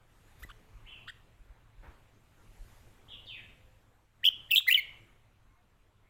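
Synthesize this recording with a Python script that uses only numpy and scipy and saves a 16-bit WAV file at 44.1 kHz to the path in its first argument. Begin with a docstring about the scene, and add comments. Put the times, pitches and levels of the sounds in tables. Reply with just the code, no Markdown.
"""On a veranda, close to a phone's microphone, a caged bulbul mutters soft, hoarse notes from 0.4 s,
with feathers brushing and a tap of a finger on the phone. A far bird answers at 0.9 s, mostly as echo; the
third soft note follows at 1.1 s and a far, dull knock at 1.8 s. The far bird calls twice after 3 s; from 4.2 s
the bulbul sings three loud, warbling chirps, and a last far call comes at 6 s. Birds are gliding whistles with
overtones and rasp; under them lie shaped-noise street, rumble and hiss, faint tones and puffs of wind."""
import sys
import numpy as np
from scipy import signal
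from scipy.fft import rfft, irfft, next_fast_len
from scipy.io import wavfile
from scipy.ndimage import uniform_filter1d, map_coordinates

SR = 44100
rng = np.random.default_rng(int(sys.argv[2]) if len(sys.argv) > 2 else 0)


def wav_out(sig):
    """Save sig, one row per channel (or a flat mono array), as 16-bit PCM at SR to the path in sys.argv[1]."""
    wavfile.write(sys.argv[1], SR, np.round(np.clip(np.atleast_2d(sig).T, -1, 1) * 32767).astype(np.int16))


N = 268921
T = np.arange(N) / SR  # time in seconds

# Loud chirps close to the microphone, note by note. Each row: overtones in dB and rasp in dB against the
# note, then its course, whose rows are: time in seconds, pitch in Hz (before any warble), level in dB.
CHIRP_NOTES = [(-20.5, -21, [(4.231, 1793, -59.5), (4.235, 1910, -39.5), (4.2405, 2176, -43),
               (4.243, 2930, -20), (4.247, 3010, -25.5), (4.255, 3240, -15.5), (4.267, 3238, -17),
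               (4.276, 3182, -16), (4.2805, 2990, -23.5), (4.283, 3000, -20.5), (4.288, 3190, -16),
               (4.2915, 3290, -40.5)]), (-14, -11.5, [(4.296, 2200, -69), (4.301, 1630, -60.5),
               (4.307, 1090, -60.5)]), (-22, -13.5, [(4.494, 1900, -57), (4.502, 1930, -53.5),
               (4.506, 2693, -44.5), (4.5095, 3830, -31.5), (4.512, 2950, -22), (4.52, 2930, -16),
               (4.527, 2690, -27.5), (4.541, 2730, -20.5), (4.5475, 2668, -32.5)]),
               (-11, 4, [(4.5477, 2766, -29), (4.551, 2522, -31), (4.5573, 2400, -31.5)]),
               (-13.5, -19.5, [(4.5575, 2623, -34), (4.5605, 3260, -14.5), (4.567, 3317, -16.5),
               (4.584, 3314, -17), (4.589, 3336, -20.5), (4.598, 3526, -31), (4.6005, 3140, -35)]),
               (-22.5, -17.5, [(4.601, 1900, -53.5), (4.605, 1350, -54), (4.611, 886, -61)]),
               (-15.5, -16.5, [(4.665, 1068, -54), (4.671, 1974, -41), (4.678, 2130, -29),
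               (4.682, 2065, -21.5)]), (-12, -16, [(4.6822, 2083, -22), (4.687, 2068, -17.5),
               (4.697, 1879, -26)]), (-22.5, -7, [(4.6972, 2000, -21.5), (4.7, 2600, -36.5),
               (4.704, 2465, -23.5), (4.709, 2330, -24), (4.7105, 2385, -32), (4.7125, 2837, -19.5),
               (4.719, 2716, -25.5), (4.7235, 2630, -29.5), (4.7265, 2980, -18.5), (4.73, 2947, -18),
               (4.733, 2742, -35), (4.7393, 2710, -32)]), (-27, -20, [(4.7395, 2840, -34),
               (4.743, 3880, -30), (4.746, 3137, -14.5), (4.75, 3010, -19.5), (4.759, 2994, -20.5),
               (4.763, 3357, -33), (4.766, 2837, -27), (4.7685, 2247, -36.5), (4.7713, 2880, -36)]),
               (-13.5, -16.5, [(4.7715, 2557, -41), (4.777, 2287, -24.5), (4.788, 2226, -29.5),
               (4.795, 2146, -26.5), (4.8, 2162, -38.5)])]
# Fast pitch swings on the chirps. Each row: first crest in seconds, number of swings, swings per second,
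# depth in Hz, centre away from the throat's tuning in Hz, dying time in seconds, throat width in Hz,
# lean from 0 to 1 (quick rise, slow sag).
CHIRP_WARBLES = [(4.2432, 2.85, 86, 500, -250, .045, 250, .25), (4.511, 3.8, 222, 190, -170, .02, 160, 0),
                 (4.5635, 3.2, 82, 720, 300, .022, 380, 0)]
# Strength of an overtone by where it falls, before the fall per overtone. Each row: frequency in Hz, level in dB.
CHIRP_OVERTONES = [(2400, -1), (4500, -7), (6500, -21), (8200, -11.5), (10000, -18.5), (12000, -10.5),
                   (15000, -8), (16200, -28)]
# Air in the throat while singing. Each row: frequency in Hz, relative level in dB per Hz.
CHIRP_AIR = [(2940, -29.5), (5000, -0.5), (5810, -22), (7920, -7.5), (8410, -9.5), (8880, -46),
             (9340, -39.5), (9960, -17), (10800, 0.5), (13200, -7.5), (15200, 13.5), (16300, -16.5),
             (16500, -21.5)]
# Soft, hoarse notes of the near bird. 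Each row: overtones in dB and rasp in dB against the note, then its
# course, whose rows are: time in seconds, pitch in Hz, level in dB.
MUTTER_NOTES = [(0.5, -9, [(.422, 1167, -59), (.429, 1273, -53), (.434, 1767, -55), (.439, 2006, -46),
                (.446, 1920, -53), (.45, 1880, -68)]), (-1, -10, [(.487, 1250, -65), (.493, 1125, -54),
                (.5, 1600, -54), (.506, 1154, -48.5), (.511, 1380, -56), (.516, 1580, -58),
                (.52, 1750, -60)]), (-15, -30, [(1.062, 1098, -72), (1.065, 1186, -59),
                (1.068, 1202, -66)]), (2, -12, [(1.074, 1065, -54), (1.08, 1403, -49), (1.085, 2080, -43),
                (1.0885, 1382, -44), (1.094, 1657, -49), (1.1, 1950, -40.5), (1.109, 1393, -61),
                (1.113, 1550, -74), (1.128, 1770, -72)])]
# Overtones of the soft notes, before the fall per overtone. Each row: frequency in Hz, level in dB.
MUTTER_OVERTONES = [(2200, -15), (3100, 2.5), (3900, -14), (4800, -13.5), (6000, -53), (7500, -18),
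                    (9000, -25), (16000, -38)]
# Air in the soft notes. Each row: frequency in Hz, relative level in dB per Hz.
MUTTER_AIR = [(700, -27), (1500, 11), (3000, 5.5), (5000, -20), (8000, 0), (13000, -12), (15200, -7),
              (15800, -43)]
# A notch near 9 kHz, left by audio coding. The one row: centre in Hz, width in Hz, depth in dB.
CODING_NOTCH = (8950, 1400, -31)
# The far bird; its direct sound is turned down later. Each row: overtones in dB and rasp in dB against the
# note, then its course, whose rows are: time in seconds, pitch in Hz, level in dB.
FAR_NOTES = [(-40, -60, [(.855, 1910, -59), (.868, 2850, -51), (.885, 3387, -58.5), (.92, 2836, -52.5),
             (.954, 2450, -61)]), (-40, -55, [(3.08, 2730, -63), (3.088, 3510, -50.5), (3.099, 3880, -60),
             (3.112, 3420, -47), (3.125, 2940, -48), (3.136, 2600, -59)]), (-40, -55, [(3.258, 4740, -60),
             (3.266, 3960, -60), (3.269, 3750, -46), (3.278, 3440, -49), (3.287, 3180, -49),
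             (3.305, 2850, -46.5), (3.335, 2470, -49.5), (3.36, 2100, -59.5), (3.4, 1680, -65)]),
             (-42, -59, [(6.02, 1745, -85), (6.034, 2100, -72), (6.049, 2500, -81)])]
# Reverberation of the veranda, before each distance stretches it. Each row: frequency in Hz, t60 in seconds.
VERANDA_T60 = [(1000, 0.17), (2200, 0.46), (3000, 0.44), (5000, 0.376), (12000, 0.14)]
# What the walls send back of the near bird. Each row: frequency in Hz, level in dB.
WALL_RETURN = [(1000, -34), (2200, -16), (3000, -22.5), (4000, -19.5), (8000, -19), (14000, -18)]
# Wind puffs on the microphone. Each row: centre in seconds, peak in dB, frequency in Hz.
WIND_PUFFS = [(0.433, -43, 53), (0.494, -47.5, 35), (0.759, -44.5, 45), (.85, -47, 29.6),
              (1.411, -46.5, 38.4), (1.509, -44, 44.8), (1.798, -44, 35.6), (1.889, -42.5, 56),
              (2.5, -49, 30.2), (2.614, -39.5, 33), (3.65, -54, 60), (5.488, -59, 41.1)]
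# A finger on the phone. The one row: level in dB before the push is shaped, length of the push in seconds.
FINGER_TAP = (-36, .0025)
# Feathers brushing. Each row: centre in seconds, length in seconds, level in dB.
FEATHER_RUSTLES = [(0.408, 0.033, -65), (0.434, 0.014, -55.5), (0.458, 0.041, -70)]
# A far, dull knock. The one row: level in dB, t60 in seconds.
FAR_KNOCK = (-53, 0.56)
# Colour of the knock. Each row: frequency in Hz, relative level in dB per Hz.
KNOCK_COLOUR = [(200, 1.5), (500, 0.5), (1000, 1.5), (2000, -4), (3200, -15.5), (5000, -37)]
# Faint, wavering tones. Each row: centre in seconds, length in seconds, pitch in Hz, level in dB.
FAINT_TONES = [(0.62, 0.17, 431, -72), (2.397, 0.064, 1385, -73), (3.16, 0.038, 1153, -69),
               (3.173, 0.13, 495, -71.5), (3.666, .18, 520, -74), (5.022, 0.17, 340, -74),
               (5.522, 0.092, 1067, -78.5), (5.547, 0.12, 2168, -82.5), (5.599, .05, 712, -78)]
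# Course of the background. Each row: time in seconds, traffic in dB, hiss in dB.
STREET_LEVELS = [(0.0, -69, -84), (0.17, -69, -75), (0.4, -64.5, -73.5), (0.7, -66, -77.5),
                 (0.999, -65, -78), (1.3, -68.5, -80), (1.75, -68, -83.5), (1.88, -66, -78),
                 (2.2, -69.5, -80.5), (2.7, -65, -70), (3.04, -66, -77), (3.5, -66, -77), (4.1, -74, -84.5),
                 (4.43, -66, -77.5), (4.65, -73, -74), (4.9, -65.5, -75.5), (5.33, -72, -84.5),
                 (6.1, -73, -85.5)]
# Colours of far traffic, its rumble and the air hiss. Each row: frequency in Hz, relative level in dB per Hz.
TRAFFIC_COLOUR = [(80, -31.5), (150, 0), (400, -4.5), (1000, -6.5), (2500, -12), (4000, -19), (6000, -42)]
RUMBLE_COLOUR = [(10, -2), (30, -0.5), (70, -8), (90, -6), (105, -1), (125, -8.5), (160, -19), (300, -53.5)]
HISS_COLOUR = [(1500, -5.5), (4000, -1), (7500, 2), (9000, -1.5), (11000, -2.5), (13500, -0.5),
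               (13900, -11), (14400, -51.5)]

TAP_S, KNOCK_S = .4495, 1.826  # starts in seconds
RUMBLE_DB = 6  # rumble over the traffic
JOIN_S = .002  # one note fades into the next
STRAIN = 0.21  # share of the whistle's loss in dB that the overtones and the rasp gain
TOP_HZ = 16600  # band limit of the phone


def voice(notes, warbles, colour, air, fall_db, rough):
    """A bird's whistle glides from note to note, with overtones, a faint half pitch and a rasp of air."""
    tone, over, rasp = np.zeros((3, N))
    for over_db, rasp_db, rows in notes:
        s, _, db = np.transpose(rows)
        span = slice(round((s[0] - JOIN_S) * SR), round((s[-1] + JOIN_S) * SR))
        t = T[span]
        fade = np.clip(np.minimum(t - s[0], s[-1] - t) / JOIN_S + .5, 0, 1)
        swell = amp(np.interp(t, s, db)) * fade
        tone[span] += swell
        over[span] += swell * amp(over_db)
        rasp[span] += swell * amp(rasp_db)

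    # away from its tuning the throat weakens the whistle and strengthens the rest
    swing_hz, loss_db = warble(warbles)
    strain = amp(STRAIN * loss_db)
    tone = smooth(tone * amp(-loss_db), 1)
    over = smooth(over * strain, 1)
    rasp = smooth(rasp * strain, 6)

    s, pitch_hz, _ = np.concatenate([rows for *_, rows in notes]).T
    glide = smooth(np.interp(T, s, pitch_hz) + swing_hz, 2)
    hz = glide * (1 + .05 * rough * wobble(400))
    phase = 2 * np.pi * np.cumsum(hz) / SR
    overtones = np.zeros(N)
    for k in range(2, 9):
        level_db = along(colour, k * hz) - fall_db * (k - 1.5) + 4.18 * wobble(250)
        overtones += amp(level_db) * np.sin(k * phase)
    flutter = amp(5 * rough * wobble(500))
    half_pitch = amp(-46.5) * np.sin(phase / 2)
    whistle = tone * (flutter * np.sin(phase) + half_pitch) + over * overtones
    # the air pulses once per cycle of the whistle
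    breath = rasp * (1 + 0.4 * np.cos(phase)) * noise(air, patchy_db=7.5)
    centre, width, depth_db = CODING_NOTCH
    notch = lambda hz: amp(depth_db * np.exp(-(2 * (hz - centre) / width) ** 4))
    return filtered(np.sqrt(2) * whistle + breath, notch)


def warble(rows):
    """Dying swings of pitch (Hz) off the throat's tuning, and the level (dB) the whistle loses there."""
    swing_hz, loss_db = np.zeros((2, N))
    for crest, count, rate, depth_hz, centre_hz, dying, width_hz, lean in rows:
        turns = (T - crest) * rate
        gate = np.clip(4 * turns + 1, 0, 1) * np.clip(2 * (count - turns), 0, 1)
        angle = 2 * np.pi * turns
        swing = np.cos(angle + lean * (np.cos(angle) - 1))
        depth = depth_hz * np.exp(-((T - crest) / dying) ** 2)
        away = gate * (centre_hz + depth * swing)
        swing_hz += away
        loss_db += 20 * np.log10(1 + (away / width_hz) ** 2)
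    return swing_hz, loss_db


def echoes(x, delay, build, stretch):
    """Diffuse veranda tail: each frequency dies at its own speed, with new reflections every fifth of a second."""
    out, block = np.zeros(N), SR // 5
    for at in range(0, N, block):
        part = x[at:at + block]
        if np.max(np.abs(part)) > 1e-4:  # near-silent blocks send back nothing
            hz, t, z = signal.stft(rng.standard_normal(SR), SR, nperseg=256)
            t60 = stretch * along(VERANDA_T60, hz)[:, None]
            tail = signal.istft(z * amp(-60 * t / t60), SR, nperseg=256)[1]
            # silent for delay seconds, then rising for build seconds
            tail = tail * np.clip((np.arange(len(tail)) / SR - delay) / build, 0, 1)
            wet = signal.fftconvolve(part, tail / np.linalg.norm(tail))[:N - at]
            out[at:at + len(wet)] += wet
    return out


def wind_puffs():
    """Each puff of wind on the microphone is a short, low wobble."""
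    puffs = np.zeros(N)
    for s, db, hz in WIND_PUFFS:
        age = T - s
        puffs += amp(db) * np.cos(2 * np.pi * hz * age) * np.exp(-(1.43 * hz * age) ** 2)
    return puffs


def finger_tap():
    """A finger on the phone gives one push and its rebound."""
    db, push = FINGER_TAP
    u = np.clip((T - TAP_S) / push, 0, None)
    return amp(db) * (1 - np.exp(-12 * u)) * (1 - u) * np.exp(-u)


def feathers():
    """Feathers brush close by: short swells of bright, patchy noise."""
    brush = sum(amp(db) * np.exp(-(2 * (T - s) / length) ** 2) for s, length, db in FEATHER_RUSTLES)
    # Each row: frequency in Hz, relative level in dB per Hz.
    colour = [(500, -10), (2000, 4), (9000, -3), (14000, 10), (15500, -27), (16000, -40)]
    return brush * noise(colour, patchy_db=4.0)


def far_knock():
    """A dull knock far off: dark noise with a soft onset that dies away exponentially."""
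    db, t60 = FAR_KNOCK
    age = np.clip(T - KNOCK_S, 0, None)
    onset = 1 - np.exp(-age / 0.011)
    return amp(db - 60 * age / t60) * onset * noise(KNOCK_COLOUR, patchy_db=-0.5)


def faint_tones():
    """Short, faint sines, wavering together in pitch and each alone in level."""
    drift = np.cumsum(1 + 0.0099 * wobble(20)) / SR
    out = np.zeros(N)
    for s, length, hz, db in FAINT_TONES:
        swell = np.exp(-(2 * (T - s) / length) ** 4)
        level = amp(db + 2.9 * wobble(32))
        out += level * swell * np.sqrt(2) * np.sin(2 * np.pi * hz * drift)
    return out


def street():
    """Far traffic and its rumble rise and fall together as shaped noise; air hiss has its own course."""
    s, *levels = np.transpose(STREET_LEVELS)
    traffic, hiss = (amp(np.interp(T, s, db)) for db in levels)
    rumble = amp(RUMBLE_DB) * noise(RUMBLE_COLOUR, patchy_db=0.0)
    road = noise(TRAFFIC_COLOUR, patchy_db=2.0) + rumble
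    return traffic * road + hiss * noise(HISS_COLOUR, patchy_db=2.0)


def noise(spectrum, patchy_db):
    """Coloured noise of rms 1 with patches of random gain in time and frequency."""
    z = signal.stft(rng.standard_normal(N), nperseg=512)[2]
    field = uniform_filter1d(rng.standard_normal(z.shape), size=6, axis=0)
    field = uniform_filter1d(field, size=10, axis=1)
    patchy = signal.istft(z * amp(patchy_db * unit(field)), nperseg=512)[1][:N]
    return unit(filtered(patchy, lambda hz: amp(along(spectrum, hz))))


def wobble(rate):
    """A smooth random curve, rate knots a second."""
    return map_coordinates(rng.standard_normal(int(N * rate / SR) + 4), [T * rate])


def smooth(x, ms):
    """Rounds a curve with a bell-shaped window about ms milliseconds long."""
    return np.convolve(x, np.hanning(ms * 44) / (ms * 22), "same")


def filtered(x, response):
    """x times a response of frequency."""
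    m = next_fast_len(N + SR // 2)
    return irfft(rfft(x, m) * response(np.fft.rfftfreq(m, 1 / SR)), m)[:N]


def along(points, hz):
    """Reads (Hz, value) points on a log frequency axis."""
    f, v = np.transpose(points)
    return np.interp(np.log(hz + 1), np.log(f + 1), v)


def amp(db):
    """Decibels to amplitude."""
    return 10 ** (np.asarray(db) / 20)


def unit(x):
    """Scales x to rms 1."""
    return x / np.sqrt(np.mean(x ** 2) + 1e-20)


def scene():
    """The near bird and its walls, the far bird mostly as echo, then handling, wind and background."""
    song = voice(CHIRP_NOTES, CHIRP_WARBLES, CHIRP_OVERTONES, CHIRP_AIR, fall_db=1.5, rough=.25)
    mutter = voice(MUTTER_NOTES, [], MUTTER_OVERTONES, MUTTER_AIR, fall_db=2.5, rough=0.483)
    near = song + mutter
    near_echo = echoes(near, delay=0.0034, build=.01, stretch=1.2)
    walls = filtered(near_echo, lambda hz: amp(along(WALL_RETURN, hz)))
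    far = voice(FAR_NOTES, [], CHIRP_OVERTONES, CHIRP_AIR, fall_db=4.5, rough=0.48)
    far_echo = echoes(far, delay=0.0014, build=0.0077, stretch=1.29)
    birds = near + walls + amp(-6.5) * far + far_echo
    close_sounds = wind_puffs() + finger_tap() + feathers()
    background = far_knock() + faint_tones() + street()
    return (birds + close_sounds + background)[None]


def record(dry):
    """The phone keeps nothing above its band limit."""
    return filtered(dry[0], lambda hz: hz < TOP_HZ)[None]


dry = scene()
out = record(dry)
wav_out(out)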